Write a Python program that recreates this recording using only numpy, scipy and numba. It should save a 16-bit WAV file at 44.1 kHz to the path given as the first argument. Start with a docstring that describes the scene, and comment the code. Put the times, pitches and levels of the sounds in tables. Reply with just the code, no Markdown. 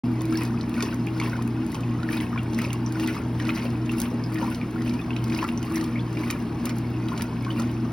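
"""A top-loading washing machine agitates with its lid open, heard from just above the tub.
The motor hums and the gearbox drones through the steel cabinet, swaying with the load of each stroke.
A little over twice a second the agitator swings and a wave folds over: bubbles gurgle, splash and plop,
sheets of water slap, and spray and drops spatter. The water rings in the tub, the lid throws back
dull reflections, and a faint room tail sits behind."""
import sys
import numpy as np
from scipy import signal
from scipy.fft import rfft, irfft, next_fast_len
from scipy.io import wavfile
from scipy.ndimage import uniform_filter1d
from numba import njit

SR = 44100
rng = np.random.default_rng(int(sys.argv[2]) if len(sys.argv) > 2 else 0)


def generate_wav(sig):
    """Save sig (samples, or channels by samples) to the path in sys.argv[1] as 16-bit PCM at SR."""
    pcm = np.round(np.clip(np.atleast_2d(sig).T, -1, 1) * 32767).astype(np.int16)
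    wavfile.write(sys.argv[1], SR, pcm)


N = 349272

# Table levels are relative: each layer adds its own gain.
# slow waver of the motor hum: t/s, level/dB
HUM_ENVELOPE = [(0.03, -27), (0.14, -25), (0.27, -29), (0.47, -27), (0.9, -35.5), (1.03, -28), (1.3, -27),
                (1.6, -29), (1.71, -46), (1.78, -29.5), (1.88, -25), (2.18, -34.5), (2.39, -27.5),
                (2.62, -29.5), (2.83, -26.5), (3.13, -34), (3.42, -25.5), (3.54, -38), (3.7, -28.5),
                (3.82, -26.5), (4.03, -36), (4.22, -26.5), (4.56, -35), (4.87, -29), (5.02, -32.5),
                (5.25, -24.5), (5.45, -39), (5.58, -29.5), (5.77, -34.5), (6.01, -25.5), (6.36, -34.5),
                (6.6, -34), (6.78, -28.5), (7.03, -26.5), (7.18, -33.5), (7.4, -28.5), (7.9, -28)]
# steady tones of the motor shaft and the mains: f/Hz, level/dB
MOTOR_TONES = [(58.6, -46.5), (180, -42), (600, -63.5), (1080, -57)]
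# side panel swelling as the agitator pushes and again as it turns back: crest t/s, level/dB
PANEL_SWELLS = [(0.077, -23), (0.323, -30), (0.531, -25), (0.66, -30), (0.8, -25), (0.98, -26),
                (1.26, -27.5), (1.445, -25.5), (1.65, -27), (1.9, -27.5), (2.08, -30), (2.2, -27.5),
                (2.347, -27.5), (2.59, -23.5), (2.815, -26), (3.06, -26.5), (3.293, -31), (3.515, -24),
                (3.688, -27.5), (3.9, -27), (4.021, -24.5), (4.154, -28.5), (4.46, -26.5), (4.62, -28.5),
                (4.79, -26), (4.904, -25), (5.103, -31.5), (5.33, -24.5), (5.535, -25), (5.78, -26.5),
                (5.945, -26.5), (6.255, -26), (6.422, -29), (6.64, -26), (6.75, -28.5), (6.868, -29),
                (7.09, -29), (7.228, -29), (7.361, -29.5), (7.62, -24.5), (7.82, -30)]
# resonance of the side panel: f/Hz, width/Hz, level/dB
PANEL_MODES = [(229.9, 28.4, 1.5)]
# gears taking the load once a stroke: crest t/s, level/dB
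GEAR_SWELLS = [(0.2, -29.5), (0.35, -27), (0.724, -31.5), (1.15, -27), (1.636, -29), (2.151, -30.5),
               (2.514, -31.5), (3.02, -27), (3.49, -31), (3.9, -29), (4.42, -29), (4.879, -31), (5.34, -30),
               (5.791, -29), (6.172, -32), (6.664, -33.5), (7.05, -30.5), (7.6, -32.5), (7.853, -32)]
# resonances of the steel cabinet: f/Hz, width/Hz, level/dB
CABINET_MODES = [(85.4, 17, 0.5), (123.7, 12, 1.5), (160, 14.6, 3.5), (180.3, 6, -9.5), (204, 15.5, 3),
                 (258.9, 21.6, 4), (296.4, 16.7, 3), (329.1, 22.4, 0), (350.6, 17.6, -3), (403.7, 16.5, -7),
                 (464, 26.4, -10.5), (540, 14, -34), (621, 29, -17), (692.4, 17.5, -15.5), (793, 3, -20.5),
                 (918, 130, -19.5)]
# spectrum of belt and bearing noise: f/Hz, level/dB
BELT_SPECTRUM = [(20, -11), (45, 6), (75, -1), (330, 5.5), (520, -4.5), (800, 1), (1080, -5), (1600, -8),
                 (2500, -11), (4000, -20.5), (8000, -31), (16000, -35.5)]
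# one folding wave per stroke: crest t/s, half-width/s, splash level/dB, foam level/dB
STROKE_WAVES = [(0.382, 0.06, -40.5, -51.5), (0.831, 0.056, -39.5, -54), (1.257, 0.062, -40.5, -55),
                (1.735, 0.042, -47, -56.5), (2.171, 0.05, -39, -50.5), (2.622, 0.05, -41, -54.5),
                (3.078, 0.07, -39.5, -53), (3.543, 0.084, -38, -52.5), (4.005, 0.05, -40.0, -48),
                (4.444, 0.076, -41, -52), (4.888, 0.066, -45, -55.5), (5.367, 0.073, -40, -53),
                (5.781, 0.071, -41.5, -52.5), (6.273, 0.075, -41, -53.5), (6.694, 0.055, -42.5, -56),
                (7.163, 0.059, -43.0, -56.5), (7.585, 0.062, -42.5, -56)]
# spectrum of the churning water: f/Hz, level/dB
WATER_SPECTRUM = [(400, 16), (700, -9.5), (1050, 3), (1700, -7.5), (2500, -3.5), (3400, -14.5), (5200, -9),
                  (6800, -18), (8500, -9), (12000, -11.5), (16000, -9.5)]
# single bubbles, deep glugs to chirps: t/s, level/dB, f/Hz, ring time/s, climb/(share of f per s)
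BIG_BUBBLES = [(0.324, -32, 1324, 0.048, 2), (0.354, -33, 1670, .02, 1.8), (0.3555, -32, 4450, .012, 3),
               (0.374, -25, 5350, 0.012, 4.5), (0.421, -31.5, 2050, 0.026, 2.2),
               (0.541, -33.5, 1240, 0.032, 2), (0.611, -27.5, 4170, 0.0051, 4), (0.778, -35, 1440, 0.05, 2),
               (0.792, -33, 1120, 0.048, 1), (0.806, -32, 1490, .028, 2), (0.806, -27, 2360, 0.015, 3),
               (0.823, -33, 1130, .03, 2), (0.826, -26.5, 400, 0.049, 0.82), (0.884, -38, 1700, .03, 2),
               (0.886, -37, 2600, .025, 3), (0.926, -37, 1510, 0.037, 2), (1.071, -27.5, 2410, 0.017, 9.9),
               (1.2, -20, 2220, 0.011, 3), (1.215, -30, 2140, .02, 3), (1.214, -24.5, 1075, 0.023, 1),
               (1.272, -36, 1020, .04, 1), (1.331, -28.5, 1500, 0.035, 2), (1.39, -31, 1030, 0.047, 1),
               (1.745, -31.5, 1085, 0.033, 1), (1.834, -36.5, 2550, .03, 3), (2.031, -31, 1410, .025, 2),
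               (2.089, -22, 1770, 0.016, 2), (2.127, -32, 2320, .02, 3), (2.169, -31, 2500, 0.025, 3),
               (2.174, -32, 3770, .012, 3), (2.209, -31.5, 2030, .025, 2), (2.329, -30, 1214, .036, 1),
               (2.359, -28, 1070, 0.035, 1), (2.361, -32, 1580, 0.022, 2), (2.377, -26.5, 2340, 0.023, 3),
               (2.589, -21.5, 2000, 0.013, 3), (2.6428, -32, 5300, .011, 3), (2.649, -26, 2570, 0.021, 3),
               (2.704, -29.5, 2830, 0.014, 3), (2.729, -30.5, 2280, .018, 3),
               (2.863, -30.5, 5760, 0.011, 3), (2.956, -33, 1450, 0.032, 2), (2.997, -34, 2620, 0.018, 3),
               (3.083, -29, 1990, 0.028, 2), (3.166, -29.5, 1220, 0.032, 1), (3.4, -28.5, 1900, 0.017, 2),
               (3.492, -19.5, 2450, 0.016, 3), (3.494, -32, 1400, .028, 2), (3.496, -31, 3080, .016, 3),
               (3.575, -30, 2360, .018, 3), (3.651, -35, 567, 0.057, 1), (3.894, -25.5, 2670, 0.017, 5.4),
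               (4.056, -34, 2400, 0.02, 3), (4.115, -35, 492, 0.16, 0.9), (4.239, -30, 5060, 0.009, 4),
               (4.357, -25, 2070, 0.0093, 2), (4.381, -34, 1830, .024, 2), (4.414, -32, 1020, 0.045, 1),
               (4.416, -31, 510, 0.082, 1), (4.427, -25.5, 927, 0.052, 0.83),
               (4.478, -31.5, 1000, 0.057, 1), (4.614, -30, 2400, 0.017, 3), (4.76, -35, 1400, .04, 2),
               (4.992, -35.5, 2490, 0.046, 1), (5.106, -27, 2620, 0.016, 8), (5.164, -30, 2560, 0.013, 3),
               (5.348, -26, 4880, 0.0068, 4), (5.365, -36, 2200, 0.02, 4), (5.389, -24, 2600, 0.016, 3),
               (5.416, -41, 2330, 0.027, 1), (5.427, -20, 1025, 0.042, 1), (5.428, -28, 1750, 0.022, 0.84),
               (5.44, -37, 1620, .04, 1), (5.441, -29, 1200, .04, 1), (5.461, -38, 1153, .08, 1),
               (5.489, -23, 2730, 0.0083, 3), (5.576, -29.5, 5740, 0.0087, 4),
               (5.758, -25, 5900, 0.0058, 4), (5.77, -31, 1020, 0.031, 1), (5.778, -33, 1790, .026, 2),
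               (5.809, -36.5, 1890, .03, 2), (5.957, -33, 2094, 0.065, 15), (5.994, -37.5, 3350, 0.027, 7),
               (6.171, -26.5, 2300, 0.011, 10), (6.223, -37, 990, .045, 1), (6.234, -36, 2170, .07, 7.7),
               (6.303, -22, 2420, 0.011, 3), (6.309, -33, 1150, 0.042, 1), (6.326, -34, 2340, .035, 3),
               (7.119, -27.5, 1017, 0.054, 7.8), (7.466, -29, 1084, 0.06, 1), (7.504, -32, 2870, 0.032, 14),
               (7.561, -32, 1090, 0.028, 1.1), (7.597, -32, 1320, 0.027, 2), (7.599, -33, 1030, .04, 1)]
# sheets of water hitting the surface: t/s, level/dB, f/Hz
SLAP_HITS = [(0.208, -34, 3460), (0.3243, -32.5, 4200), (0.372, -34, 1900), (0.451, -32.5, 4000),
             (0.741, -39, 3600), (0.8048, -30, 3800), (0.8254, -39, 1900), (0.8244, -22, 5100),
             (1.1995, -30, 4250), (1.2967, -38, 4200), (1.3654, -44, 5000), (1.42, -36, 1700),
             (1.7454, -31.5, 4830), (1.806, -39, 5200), (2.031, -35.5, 2900), (2.129, -30, 2600),
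             (2.177, -38, 3700), (2.2026, -30.5, 2300), (2.533, -35, 3300), (2.545, -33.5, 4400),
             (2.6173, -33, 3200), (2.997, -33, 4400), (3.019, -46, 4400), (3.062, -32, 2400),
             (3.076, -27, 2300), (3.145, -33, 2880), (3.399, -33.5, 3800), (3.4215, -38, 4400),
             (3.4508, -35, 3500), (3.47, -32, 2500), (3.4946, -42, 2600), (3.6498, -48, 3500),
             (3.703, -42, 4500), (3.86, -40, 4600), (3.9133, -37, 4000), (4.385, -33, 2600),
             (4.4421, -38, 4500), (4.546, -31.5, 3500), (4.8197, -38, 4500), (4.894, -33.5, 4000),
             (4.938, -34, 3000), (5.1642, -34, 3000), (5.2404, -34, 3680), (5.2798, -40, 5200),
             (5.298, -35, 4200), (5.4413, -34, 5000), (5.628, -33, 3000), (5.775, -37, 3800),
             (5.811, -33, 4500), (5.8414, -34.5, 4500), (6.1275, -39, 5000), (6.171, -36, 2500),
             (6.3, -29.5, 1500), (6.3017, -27, 4770), (6.6572, -33, 4820), (6.6926, -30.5, 4160),
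             (7.085, -33, 3000), (7.1767, -30, 4000), (7.2082, -28, 2200), (7.22, -29, 2200),
             (7.448, -34, 2400), (7.5975, -31, 4200), (7.619, -35, 4800)]
# flung drops hitting the water and the tub wall: t/s, level/dB
DROP_HITS = [(0.218, -32), (0.254, -31), (0.3086, -42), (0.3717, -30), (0.434, -26.5), (0.6947, -34.5),
             (0.825, -35), (0.9433, -32.5), (1.0668, -35), (1.424, -33), (1.476, -33.5), (1.6643, -36),
             (1.719, -33), (1.7258, -42), (1.744, -35), (1.8072, -40), (2.151, -40), (2.168, -33),
             (2.4309, -36), (2.588, -28), (2.6174, -29.5), (2.7305, -23), (2.923, -29.5), (2.9993, -42),
             (3.074, -25.5), (3.1537, -39), (3.5754, -34), (3.9182, -33), (3.973, -41), (4.001, -18.5),
             (4.007, -35), (4.0168, -18), (4.344, -31), (4.5537, -38), (4.711, -39), (5.2411, -33),
             (5.3775, -30), (5.478, -36), (5.489, -35), (5.6283, -33), (5.7216, -32), (5.758, -32),
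             (5.7802, -31), (5.8401, -31), (6.309, -21), (6.655, -19.5), (6.784, -32), (7.221, -21),
             (7.4244, -40), (7.601, -35), (7.7144, -38)]
# phase by which the right side trails the left: f/Hz, phase/rad
STEREO_PHASE = [(450, 0), (1100, -.35), (1900, .1), (2750, .9), (3300, .4), (5100, .4), (6100, 1.7),
                (7250, 3.1), (8200, 3.6), (9700, 5.9), (11500, 6.8), (12400, 8.6), (13600, 9.4),
                (14900, 10.6), (16000, 12)]
# left side over right: f/Hz, level/dB
STEREO_BALANCE = [(100, 0), (380, 1), (750, 2.7), (1300, 2.5), (2300, 0), (6000, 0)]

TIME = np.arange(N) / SR
HUM_HZ, PANEL_HZ, GEAR_HZ = 120.02, 236.8, 321.7
TUB_T60_S, LID_T60_S, ROOM_T60_S = 0.094, 0.049, 0.17


def motor(hum_gain_db=-2):
    """The motor's hum wavers in level over the steady tones of shaft and mains."""
    hum_db = np.interp(TIME, *np.transpose(HUM_ENVELOPE))
    hum = from_db(hum_db + hum_gain_db) * tone(HUM_HZ * TIME)
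    return hum + sum(from_db(db) * tone(hz * TIME + rng.random()) for hz, db in MOTOR_TONES)


def panel_drone(gain_db=-2.42, wander_hz=3.645, waver_db=0.65, rattle_db=-9.5):
    """The side panel drones near twice the hum's pitch, swelling about twice a stroke."""
    turns = np.cumsum(PANEL_HZ + wander_hz * drift(rate=20)) / SR
    drone = rms_one(tone(turns) + from_db(rattle_db) * shaken_steel(PANEL_MODES))
    level_db = swells(PANEL_SWELLS, half_width_s=0.037, rest_db=-38.5)
    return from_db(level_db + gain_db + waver_db * drift(rate=14)) * drone


def gear_growl(gain_db=-2.7, wander_hz=3.51, waver_db=1.95):
    """The gears growl under each stroke's load; their unsteady speed bends the pitch."""
    turns = np.cumsum(GEAR_HZ + wander_hz * drift(rate=22)) / SR
    level_db = swells(GEAR_SWELLS, half_width_s=0.064, rest_db=-42.5)
    return from_db(level_db + gain_db + waver_db * drift(rate=9)) * tone(turns)


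def shaken_steel(modes):
    """Steel panels ring under random shaking; two filter passes keep the valleys dark."""
    out = 0
    for hz, width, db in modes:
        r = np.exp(-np.pi * width * np.pi / 2 / SR)  # pole radius
        band = [(1 - r * r) / 2, 0, (r * r - 1) / 2, 1, -2 * r * np.cos(2 * np.pi * hz / SR), r * r]
        out = out + from_db(db) * signal.sosfilt([band, band], rng.standard_normal(N + SR))[SR:]
    return rms_one(out)


def cabinet_rumble(level_db=-32.5, smooth_s=0.135):
    """The gearbox shakes the cabinet: a rumble held level, with only its fast flutter left in."""
    rumble = shaken_steel(CABINET_MODES)
    window = int(smooth_s * SR)
    power = uniform_filter1d(uniform_filter1d(rumble ** 2, window), window)
    return from_db(level_db) * rumble / np.sqrt(np.abs(power) + 1e-12)


def churn(breakup_db=2.0):
    """Each stroke folds a wave over: big bubbles gurgle, small ones splash, foam fizzes, drops spatter."""
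    ragged = from_db(breakup_db * drift(rate=45)) ** 2  # a wave lands as a run of splats
    splash_power = foam_power = 0
    for crest_s, half_width_s, crest_db, foam_db in STROKE_WAVES:
        surge = ragged * bell(crest_s, half_width_s)
        splash_power += surge * from_db(crest_db) ** 2
        foam_power += surge * from_db(foam_db) ** 2
    gurgle_db = over_floor(-42, splash_power)
    splash_db = over_floor(-46.5, splash_power)
    fine_db = over_floor(-46, splash_power * from_db(-1.5) ** 2)
    spray_db = over_floor(-62.5, foam_power)
    gurgle = swarm(gurgle_db - 7, 530, 1545, per_s=350, spread_db=3.5, cycles=38, wash_db=-1.5)
    splash = swarm(splash_db - 7, 1535, 3023, per_s=480, spread_db=4.5, cycles=38, wash_db=-4.5)
    fine = swarm(fine_db - 12.5, 3210, 6590, per_s=900, spread_db=3, cycles=82, wash_db=-4.5)
    spray = swarm(spray_db - 3.5, 7500, 16200, per_s=450, spread_db=7.5, cycles=28, wash_db=1)
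    return gurgle + splash + fine + spray + spatter(splash_db - 5.5)


def swarm(level_db, low_hz, high_hz, per_s, spread_db, cycles, wash_db):
    """A stronger surge brings more and louder bubbles, in clumps; the tiniest merge into a wash."""
    surge = (level_db - level_db.min()) / np.ptp(level_db)
    clumps_db = 3.5 * surge * drift(rate=70)
    level = from_db(level_db + clumps_db)
    when, pitch, size, ring = rng.random((int(per_s * N / SR), 4)).T
    start = onsets(when, density=level ** 1.5)
    hz = low_hz * (high_hz / low_hz) ** pitch
    size_db = spread_db * np.minimum(-np.log(size), 4)  # mostly quiet, a few loud
    height = from_db(at_hz(WATER_SPECTRUM, hz) + size_db + 0.85 * level_db[start]) * hz
    bubbles = ring_bubbles(start, height, hz, cycles * (.5 + ring) / hz, np.full(len(hz), 0.13))
    wash = rms_one(band_pass(coloured_noise(WATER_SPECTRUM), low_hz, high_hz))
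    return rms_one(bubbles) * np.sqrt(np.mean(level ** 2)) + from_db(wash_db) * level * wash


@njit
def ring_bubbles(start, height, hz, ring_s, rise):
    """Each bubble is a sine that dies by 60 dB over its ring time and climbs in pitch on its way up."""
    out = np.zeros(N)
    for k in range(len(start)):
        life = ring_s[k] * SR
        fade = np.exp(-np.log(1000) / life)
        turns, gain = 0., height[k]
        for i in range(min(int(life), N - start[k])):
            turns += hz[k] / SR * (1 + rise[k] * i / life)
            gain *= fade
            attack = min(turns, 1.)
            out[start[k] + i] += gain * attack * np.sin(2 * np.pi * turns)
    return out


def plops(gain_db=4, splat_db=-20.5, splat_s=0.0053):
    """A large bubble rings amid a brief splat; the nearer the surface, the faster its pitch climbs."""
    times, db, hz, ring_s, climb = np.transpose(BIG_BUBBLES)
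    heights = from_db(db + gain_db)
    out = ring_bubbles((times * SR).astype(int), heights, hz, ring_s, climb * ring_s)
    t = np.arange(SR // 20) / SR
    for at_s, height, pitch in zip(times, heights, hz):
        splat = rms_one(band_pass(rng.standard_normal(len(t)), 0.63 * pitch, 1.12 * pitch))
        add(out, at_s, height * from_db(splat_db) * splat * np.exp(-t / splat_s))
    return out


def offshoots(count=2, gain_db=-6, scatter_s=0.028):
    """A large bubble sheds smaller ones that ring just after it, around its pitch."""
    times, db, hz, ring_s, climb = np.repeat(BIG_BUBBLES, count, axis=0).T
    lateness, size, tuning = rng.random((len(times), 3)).T
    pitch = hz * 2 ** (0.75 * tuning - 0.25)  # a quarter octave down to half an octave up
    start = ((times + scatter_s * lateness) * SR).astype(int)
    height = from_db(db + gain_db) * (.5 + size)
    return ring_bubbles(start, height, pitch, ring_s * hz / pitch, climb * ring_s)


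def slaps(attack_s=0.00039, decay_s=0.0032, gain_db=0.2):
    """A sheet of water smacks the surface: a sharp burst about an octave wide, lower for a larger sheet."""
    out, t = np.zeros(N), np.arange(SR // 25) / SR
    envelope = np.exp(-t / decay_s) * (1 - np.exp(-t / attack_s))
    for at_s, db, hz in SLAP_HITS:
        burst = rms_one(band_pass(rng.standard_normal(len(t)), hz / 0.99, hz * 0.99))
        add(out, at_s, from_db(db + gain_db) * burst * envelope)
    return out


def drops(attack_s=0.0001, decay_s=0.002):
    """A flung drop lands with a short, bright crack."""
    out, t = np.zeros(N), np.arange(SR // 20) / SR
    envelope = np.exp(-t / decay_s) * (1 - np.exp(-t / attack_s))
    for at_s, db in DROP_HITS:
        crack = filtered(rng.standard_normal(len(t)) * envelope, "low", 16000)
        add(out, at_s, from_db(db) * crack)
    return filtered(out, "high", 4200)


def spatter(level_db, per_s=45, spread_db=0.1, decay_s=0.0019):
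    """Small drops land at random with unpitched ticks, thickest while a wave breaks."""
    when, size = rng.random((int(per_s * N / SR), 2)).T
    start = onsets(when, density=from_db(level_db) ** 1.1)
    size_db = spread_db * np.minimum(-np.log(size), 3)
    out, t = np.zeros(N), np.arange(SR // 40) / SR
    for at_s, db in zip(start / SR, size_db + level_db[start]):
        add(out, at_s, from_db(db) * rng.standard_normal(len(t)) * np.exp(-t / decay_s))
    return band_pass(out, 2200, 13000)


def belt_and_bearings(level_db=-42.5):
    """The running belt and bearings lay a dark, steady noise bed."""
    return from_db(level_db) * coloured_noise(BELT_SPECTRUM)


def lid_reflections(x, paths=3, shifts_per_s=12):
    """Dull reflections off the open lid, by paths that crossfade as the water heaves."""
    dull = band_pass(filtered(x, "high", 356), 356, 6500)
    shares = np.array([drift(shifts_per_s) for _ in range(paths)])
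    shares /= np.linalg.norm(shares, axis=0)
    return sum(share * reverb(dull, LID_T60_S, delay_s=.001) for share in shares)


def reverb(x, t60_s, delay_s):
    """Dense reflections die away after a pre-delay, at unit energy."""
    t = np.arange(int(t60_s * SR)) / SR
    tail = rng.standard_normal(len(t)) * from_db(-60 * t / t60_s)
    response = np.concatenate([np.zeros(int(delay_s * SR)), tail / np.linalg.norm(tail)])
    return signal.oaconvolve(x, response)[:N]


def stereo_spread(x):
    """Sound from the tub reaches left and right with different phase and strength."""
    size = next_fast_len(N + SR // 10)
    hz = np.fft.rfftfreq(size, 1 / SR)
    left = from_db(at_hz(STEREO_BALANCE, hz) / 2) * np.exp(.5j * at_hz(STEREO_PHASE, hz))
    return irfft(rfft(x, size) * np.array([left, 1 / left]), size)[:, :N]


def swells(rows, half_width_s, rest_db):
    """Envelope in dB of bell-shaped swells above a resting level."""
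    power = sum(from_db(db) ** 2 * bell(crest_s, half_width_s) for crest_s, db in rows)
    return over_floor(rest_db, power)


def bell(crest_s, half_width_s):
    """A smooth rise and fall that peaks at 1."""
    return np.exp(-.5 * np.minimum(((TIME - crest_s) / half_width_s) ** 2, 100))


def over_floor(floor_db, power):
    """Level in dB of a power curve on top of a steady floor."""
    return 10 * np.log10(from_db(floor_db) ** 2 + power)


def onsets(when, density):
    """Turn draws from 0 to 1 into start samples that crowd where the density is high."""
    births = np.cumsum(density)
    return np.searchsorted(births / births[-1], when).clip(0, N - 1)


def drift(rate):
    """Smooth random modulation of unit power that changes about rate times a second."""
    steps = signal.resample_poly(rng.standard_normal(1200), 8, 1)
    return rms_one(np.interp(TIME * rate * 8, np.arange(len(steps)), steps))


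def tone(turns):
    """Sine of unit power, its phase given in cycles."""
    return np.sqrt(2) * np.sin(2 * np.pi * turns)


def coloured_noise(spectrum):
    """Noise of unit power with the given spectrum."""
    gain = from_db(at_hz(spectrum, np.fft.rfftfreq(N, 1 / SR)))
    return rms_one(irfft(rfft(rng.standard_normal(N)) * gain, N))


def at_hz(table, hz):
    """Read a curve on a log-frequency axis."""
    table_hz, values = np.transpose(table)
    return np.interp(np.log(np.maximum(hz, 1)), np.log(table_hz), values)


def band_pass(x, low_hz, high_hz):
    """Low cut, then high cut."""
    return filtered(filtered(x, "high", low_hz), "low", high_hz)


def filtered(x, kind, hz):
    """Second-order low- or high-pass."""
    return signal.sosfilt(signal.butter(2, min(hz, .45 * SR), kind, fs=SR, output="sos"), x)


def add(track, at_s, sound):
    """Mix a one-shot into the track."""
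    start = int(np.clip(at_s * SR, 0, N - 1))
    track[start:start + len(sound)] += sound[:N - start]


def from_db(db):
    """Decibels to gain."""
    return 10 ** (np.asarray(db) / 20)


def rms_one(x):
    """Scale to unit power."""
    return x / np.sqrt(np.mean(x ** 2) + 1e-20)


def scene():
    """Machine and water both bounce off the lid; only the water feeds the tub and room reverbs."""
    water = churn() + plops() + offshoots() + slaps() + drops()
    tub = from_db(0.26) * water + from_db(-11) * reverb(water, TUB_T60_S, delay_s=.002)
    machine = motor() + panel_drone() + gear_growl() + cabinet_rumble() + belt_and_bearings()
    direct = machine + tub
    lid = np.array([lid_reflections(direct) for side in range(2)])
    room = np.array([reverb(tub, ROOM_T60_S, delay_s=.006) for side in range(2)])
    return stereo_spread(direct) + from_db(-8) * lid + from_db(-28.5) * room


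def record(dry, silence_s=0.035, fade_s=0.004, cutoff_hz=15900):
    """A quick fade-in after an instant of silence, and a steep high cut."""
    fade_in = np.clip((TIME - silence_s) / fade_s, 0, 1)
    high_cut = signal.ellip(10, .2, 70, cutoff_hz, fs=SR, output="sos")
    return signal.sosfilt(high_cut, dry * fade_in)


dry = scene()
out = record(dry)
generate_wav(out)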